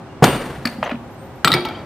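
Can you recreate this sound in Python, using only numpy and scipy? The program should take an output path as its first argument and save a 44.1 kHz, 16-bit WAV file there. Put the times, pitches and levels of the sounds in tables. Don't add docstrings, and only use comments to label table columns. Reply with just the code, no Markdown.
import sys
import numpy as np
from scipy import signal
from scipy.fft import rfft, irfft
from scipy.io import wavfile

SR = 44100
rng = np.random.default_rng(int(sys.argv[2]) if len(sys.argv) > 2 else 0)


def natural_amplitude(level_db):
    exponent = np.asarray(level_db, float) / 20
    return 10 ** exponent


def materialize(psi):
    bounded = np.clip(np.atleast_2d(psi).T, -1, 1)
    quanta = np.round(bounded * 32767).astype(np.int16)
    wavfile.write(sys.argv[1], SR, quanta)


N = 81585

# start_s, level_db, pitch_hz, t60_s
BANG_CONTACTS = [
    (.2397, -0.5, 1403, 0.025),
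    (.2410, -3.5, 3380, 0.012),
    (.2430, -14, 1024, 0.039),
]
# frequency_hz, level_db (per Hz)
JOSTLE_CRACK = [(150, -42), (400, -11), (620, 1), (810, -3), (1200, -7.5), (2960, -17), (15600, -71)]


def at_hz(points, hz):
    p = np.array(points)
    return np.interp(np.log(np.maximum(hz, 10)), np.log(p[:, 0]), p[:, 1])


def colour(x, points):
    hz = np.arange(N // 2 + 1) * SR / N
    return irfft(rfft(x) * natural_amplitude(at_hz(points, hz)), N)


def rms_one(x):
    return x / np.sqrt(np.mean(x ** 2) + 1e-20)


def fade(start_s, t60):
    t = np.maximum(np.arange(N) / SR - start_s, 0)
    return (1 - np.exp(-t / 0.00059)) * natural_amplitude(-60 * t / t60)


def fades(starts):
    return sum(natural_amplitude(db) * fade(start_s, t60) for start_s, db, t60 in starts)


def lumps(depth_db, rate_hz):
    r = np.exp(-2 * np.pi * rate_hz / SR)
    slow = signal.lfilter([1], [1, -2 * r, r * r], rng.standard_normal(N))
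    return natural_amplitude(depth_db * rms_one(slow))


def ring(clicks, hz, t60):
    r, w = natural_amplitude(-60 / (t60 * SR)), 2 * np.pi * hz / SR
    return signal.lfilter([0, np.sin(w)], [1, -2 * r * np.cos(w), r * r], clicks + 1e-18)


def burst(start_s, db, hz, t60, rise):
    t = np.arange(int(2 * t60 * SR)) / SR
    out, first = np.zeros(N + SR), int(start_s * SR)
    envelope = natural_amplitude(db - 60 * t / t60) * (1 - np.exp(-t * hz / rise))
    out[first:first + len(t)] += envelope * np.sin(2 * np.pi * hz * t)
    return out[:N]


def contacts(rows, modes, crack, crack_db, crack_t60):
    start_s, db = np.array(rows)[:, 0], np.array(rows)[:, 1]
    out = np.zeros(N)
    for s, level_db, hz, t60 in rows:
        out += burst(s, level_db, hz, t60, rise=0.52)
        out += burst(s, level_db - 11, hz * 1.09, t60, rise=1.1)
    noise = rms_one(colour(rng.standard_normal(N), crack))
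    out += natural_amplitude(crack_db) * noise * sum(natural_amplitude(d) * fade(s, crack_t60) for s, d in zip(start_s, db))
    chatter = lumps(3, 50)
    luck_db = rng.normal(0, 2.5, (len(start_s), len(modes)))
    for k, (hz, level_db, t60) in enumerate(modes):
        clicks = np.zeros(N)
        clicks[(start_s * SR).astype(int)] = natural_amplitude(db + level_db + luck_db[:, k])
        out += ring(clicks, hz, t60) * (chatter if hz < 6000 else 1)
    return out


def shudder(starts, spectrum, depth_db):
    noise = rms_one(colour(rng.standard_normal(N), spectrum))
    return fades(starts) * lumps(depth_db, 60) * noise


def rattle(starts, modes):
    ticks_per_s, detune = 450, .035
    env = fades(starts)
    out = 0
    for hz, db, t60 in modes:
        for shift in (0, -detune, detune):
            strength = natural_amplitude(4.0 * np.minimum(rng.exponential(1, N), 3))
            happens = rng.random(N) < ticks_per_s / SR
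            ticks = strength * happens * rng.choice([-1, 1], N)
            ringing = ring(ticks * env, hz * (1 + shift * rng.uniform(.5, 1.5)), t60)
            out = out + natural_amplitude(db - 16) * ringing / np.sqrt(ticks_per_s * t60 / 5)
    return out


def ventilation():
    # frequency_hz, level_db (per Hz)
    air = [(15, -54), (25, -19), (113, -6.5), (312, -12), (385, -9.5), (444, -19), (800, -14), (966, -17),
           (7000, -48.5), (9100, -48.5), (15400, -120)]
    # frequency_hz, width_hz, peak_db
    duct = [(132, 26, 5.3), (430, 26, 1.3), (531, 30, 13), (790, 40, 2.6)]
    # frequency_hz, level_db
    side_air = [(60, -19), (240, -14), (950, -12), (3770, -0.5), (15000, 6)]
    hz = np.arange(N // 2 + 1) * SR / N
    peaks = natural_amplitude(sum(db / (1 + (2 * (hz - f) / width) ** 2) for f, width, db in duct))
    mid, side = irfft(rfft(rng.standard_normal((2, N))) * peaks * natural_amplitude(at_hz(air, hz)), N)
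    gain = natural_amplitude(-36.5) / np.std(mid)
    return gain * mid, gain * colour(side, side_air)


def hiss():
    high = signal.butter(1, 4000, "high", fs=SR, output="sos")
    white = signal.sosfilt(high, rng.standard_normal((2, N)))
    before_bang = np.arange(N) / SR < BANG_CONTACTS[0][0]
    return white * natural_amplitude(-61 - 6 * before_bang)


def pings():
    # start_s, level_db, pitch_hz, t60_s
    touches = [(0.094, -50.5, 2820, 0.31), (.656, -37, 8000, 0.066), (.656, -44, 9200, 0.073),
               (.657, -37, 10470, 0.046), (.672, -35, 6500, .02), (.672, -37, 9100, 0.026),
               (.698, -36, 8940, .02), (.700, -40, 6200, .02), (0.7824, -44, 4600, 0.045),
               (.839, -44, 13800, .015), (.841, -40, 10300, 0.013), (.842, -56, 12400, .12),
               (.868, -38, 6200, 0.012), (.900, -47, 10000, 0.0091), (.900, -48, 14100, .015),
               (1.4755, -10, 2360, .02), (1.519, -31, 8000, .06), (1.538, -15, 5270, .03),
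               (1.540, -28, 8840, 0.061), (1.606, -32, 4608, .1), (1.606, -39, 10900, 0.023),
               (1.688, -39, 12500, .015), (1.664, -40, 5280, .03), (1.689, -29, 3200, .04),
               (1.721, -36, 3200, .03), (1.736, -40, 3140, 0.017), (1.7476, -33, 3126, .08),
               (1.773, -41, 3230, 0.032)]
    return sum(burst(*row, rise=1.5) for row in touches)


def slam_and_thuds():
    # start_s, level_db, pitch_hz, t60_s
    slam = [
        (.2240, 9.5, 159, .05),
        (.2248, 4, 481, .03),
        (.2250, 0, 765, .03),
        (.2290, -4, 478, .04),
        (.241, -4, 255, .07),
    ]
    # start_s, level_db, pitch_hz, t60_s
    thuds = [(.2225, 0, 720, 0.011), (.2370, 1.5, 712, 0.035), (0.273, -12.5, 252, 0.091),
             (.2722, -4, 606, 0.012), (0.2794, 2, 790, 0.0078), (0.305, -15, 426, 0.013),
             (0.359, -23, 300, 0.043), (0.579, -19.5, 144, 0.053), (0.654, -10.5, 238, 0.063),
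             (0.672, -19.5, 246, 0.064), (0.784, -17.5, 224, 0.08), (0.799, -22, 221, 0.099),
             (0.9201, -13, 251, 0.057), (0.941, -17.5, 237, 0.078), (1.45, -8.5, 154, 0.1),
             (1.522, -11.5, 162.6, 0.16), (1.497, -20, 293, 0.12), (1.544, -18, 356.6, 0.58),
             (1.589, -30, 252, 0.29), (1.537, -20, 140, 0.16), (1.652, -18.5, 873, 0.11),
             (1.692, -29.5, 263, 0.14),]
    return sum(burst(*row, rise=.45) for row in slam + thuds) * lumps(1.5, 50)


def case_shudder():
    # frequency_hz, level_db (per Hz)
    panels = [(15, -44), (25, -6.5), (160, -1.5), (380, -2), (496, -6.5), (1670, -12), (6580, -32),
              (9090, -32.5), (15600, -41.5)]
    # start_s, level_db, t60_s
    starts = [
        (.226, -10.5, 0.12),
        (.228, -16.5, 1.057),
    ]
    return shudder(starts, panels, depth_db=1.5)


def bang():
    # frequency_hz, level_db, t60_s
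    case = [(8968, -29, .55), (14190, -43, .26), (14930, -38, .5), (12455, -29, .2)]
    # frequency_hz, level_db (per Hz)
    crack = [(180, -40), (400, -13), (1000, -6), (1400, -12), (2610, -19), (9030, -24.5), (15600, -34.5)]
    ringing = sum(burst(BANG_CONTACTS[1][0], db, hz, t60, rise=5) for hz, db, t60 in case)
    return ringing + contacts(BANG_CONTACTS, [], crack, crack_db=-3.5, crack_t60=0.023)


def tray_rattle():
    # frequency_hz, level_db, t60_s
    tray = [(1424, 0, 0.095), (1647, -11, .07), (2357, 4, .07), (2842, 5.5, 0.13), (3210, -3, 0.053),
            (3600, 1.5, .06), (4520, -1, .07)]
    # start_s, level_db, t60_s
    starts = [
        (.243, -21.5, 0.55),
        (.66, -38, 0.23),
        (.828, -34.5, 0.1),
        (.9, -44.5, 0.058),
    ]
    return rattle(starts, tray)


def knock():
    # start_s, level_db, pitch_hz, t60_s
    knocks = [
        (.652, -16, 1250, 0.025),
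        (.6545, -12.5, 4486, 0.019),
        (.6555, -13, 1790, 0.019),
        (.6705, -16.5, 2370, 0.024),
        (.674, -18, 4500, 0.017),
    ]
    # frequency_hz, level_db, t60_s
    wand = [(1790, -31, 0.12), (4500, -30, 0.19), (4600, -40, 0.29)]
    # frequency_hz, level_db (per Hz)
    crack = [(350, -47), (600, -24), (1830, 3), (3730, -15.5), (4450, -5), (5840, -20), (15600, -22)]
    # start_s, level_db, t60_s
    tail_starts = [
        (.657, -36.5, 0.65),
    ]
    metal = contacts(knocks, wand, crack, crack_db=-9.5, crack_t60=0.026)
    return metal, shudder(tail_starts, crack, depth_db=.8)


def scuffs():
    # start_s, level_db, t60_s
    starts = [
        (.828, -21, .22),
        (.860, -27, .12),
        (.893, -25, .12),
        (.912, -27, .08),
        (.657, -32, .4),
    ]
    return shudder(starts, JOSTLE_CRACK, depth_db=2.5)


def jostle():
    # start_s, level_db, pitch_hz, t60_s
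    bumps = [(.8275, -18.5, 1310, 0.02), (.8285, -14, 1900, 0.021), (.839, -22, 2750, 0.015),
             (.849, -34.5, 6100, 0.03), (.862, -33, 3050, 0.0081), (.869, -46, 3930, 0.011),
             (.840, -36.5, 7600, 0.011), (.894, -42, 2470, .02), (.9035, -25.5, 2540, 0.044),
             (.9135, -43, 1250, 0.0083), (.955, -31, 2430, 0.013)]
    return contacts(bumps, [], JOSTLE_CRACK, crack_db=-7, crack_t60=.03)


def squeaks():
    # time_s, pitch_hz, level_db
    paths = [
        [(1.07, 10236, -79), (1.148, 12600, -58), (1.155, 12331, -119)],
        [(1.15, 7970, -70), (1.206, 8700, -67), (1.39, 8406, -91)],
        [(1.2, 13600, -72), (1.29, 14000, -70), (1.335, 13100, -82)],
        [(1.35, 13006, -91), (1.358, 12730, -66), (1.375, 12500, -74), (1.43, 13900, -74)],
    ]
    t, out = np.arange(N) / SR, 0
    for rows in paths:
        s, hz, db = np.transpose(rows)
        on = np.clip(np.minimum(t - s[0], s[-1] - t) / 0.01, 0, 1)
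        phase = 2 * np.pi * np.cumsum(np.interp(t, s, hz)) / SR
        out = out + on * np.sqrt(2) * natural_amplitude(np.interp(t, s, db)) * np.sin(phase)
    return out * lumps(5.4, 22)


def portafilter_fit():
    # start_s, level_db, pitch_hz, t60_s
    clacks = [(1.4458, 4, 1474, 0.01), (1.4465, -7, 4110, 0.016), (1.4470, -20, 7770, 0.11),
              (1.480, -39, 9760, 0.22), (1.4747, -2, 1260, 0.033), (1.4755, -18, 3450, 0.024),
              (1.47910, -5, 1254, 0.037), (1.5031, -14.5, 1255, 0.053), (1.5183, -2, 3910, 0.017),
              (1.5290, -8, 3850, 0.021), (1.5378, -4, 2040, 0.016), (1.5395, -6, 4000, 0.0091),
              (1.547, -13, 2290, 0.073), (1.6503, -13, 2830, 0.0064), (1.654, -22.5, 4580, 0.008),
              (1.687, -26, 4430, 0.012)]
    # frequency_hz, level_db, t60_s
    group = [(1329, -18, 0.1), (1930, -21.5, 0.098), (3190, -32.5, 0.34), (3670, -28, 0.16),
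             (4670, -29, 0.11)]
    # frequency_hz, level_db (per Hz)
    crack = [(350, -39), (600, -20), (767, -30), (1340, -16), (2650, -14), (3930, -8.5), (6170, -30.5),
             (15600, -28)]
    return contacts(clacks, group, crack, crack_db=-11, crack_t60=.03)


def lug_rattle():
    # frequency_hz, level_db, t60_s
    lugs = [(1160, -13, 0.078), (1320, 2.5, 0.12), (1530, -9, 0.04), (1610, -14, 0.054),
            (1920, -7.5, 0.079), (2300, 0.5, 0.13), (2740, -12, 0.054), (2840, -15, .05), (3230, -3, 0.046),
            (3400, -18, 0.033), (3700, -6.5, 0.026), (4608, -5, 0.041), (5250, -15, 0.032)]
    # start_s, level_db, t60_s
    starts = [
        (1.447, -15, .3),
        (1.54, -19, .5),
        (1.652, -31, .5),
        (1.747, -39, .4),
    ]
    return rattle(starts, lugs)


def body_settle():
    # frequency_hz, level_db (per Hz)
    body = [(35, -50), (60, -11.5), (351, -2), (395, -9), (891, -6), (1070, -14), (2310, -20),
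            (15600, -61.5)]
    # start_s, level_db, t60_s
    starts = [
        (1.448, -21.5, 0.73),
        (1.54, -20.5, 0.29),
        (1.652, -30, 0.93),
    ]
    return shudder(starts, body, depth_db=1.5)


def workshop(x):
    # frequency_hz, t60_s
    room_t60 = [(60, 1), (300, 0.96), (1500, 0.32), (5000, 0.39), (14000, 0.32)]
    t, tail = np.arange(SR) / SR, 0
    white = rng.standard_normal((2, SR))
    for low in 40 * 2.0 ** np.arange(8):
        high = 2 * low if low < 5000 else 18000
        band = signal.sosfilt(signal.butter(2, [low, high], "band", fs=SR, output="sos"), white)
        decay = natural_amplitude(-60 * t / at_hz(room_t60, 1.65 * low))
        tail = tail + band * decay * (1 - np.exp(-t / 0.0011))
    tail = tail / np.sqrt(np.sum(tail[0] ** 2))
    return signal.fftconvolve(x[None], tail, axes=1)[:, :N]


def scene():
    # frequency_hz, level_db
    side_hits = [(60, -41), (240, -34), (950, -12.5), (3770, -2.5), (15000, -4)]
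    knock_metal, knock_tail = knock()
    dull = slam_and_thuds() + case_shudder() + knock_tail + scuffs() + squeaks() + body_settle()
    metal = pings() + bang() + tray_rattle() + knock_metal + jostle() + portafilter_fit() + lug_rattle()
    wet, wide = workshop(dull + natural_amplitude(-4) * metal)
    hits = dull + metal
    air, air_side = ventilation()
    mid = hits + natural_amplitude(-12.5) * wet + air
    lean = natural_amplitude(-13) * hits
    side = colour(natural_amplitude(-4.0) * wide + lean, side_hits) + air_side
    return np.array([mid + side, mid - side]) + hiss()


def band_limit(x):
    return signal.sosfilt(signal.butter(12, 15730, fs=SR, output="sos"), x)


def record(dry):
    x = signal.sosfilt(signal.cheby2(14, 26, 15650, fs=SR, output="sos"), dry)
    x = signal.sosfilt(signal.butter(2, 40, "high", fs=SR, output="sos"), x)
    x = np.tanh(np.abs(x) ** 12) ** (1 / 12) * np.sign(x)
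    return band_limit(x)


dry = scene()
out = record(dry)
materialize(out)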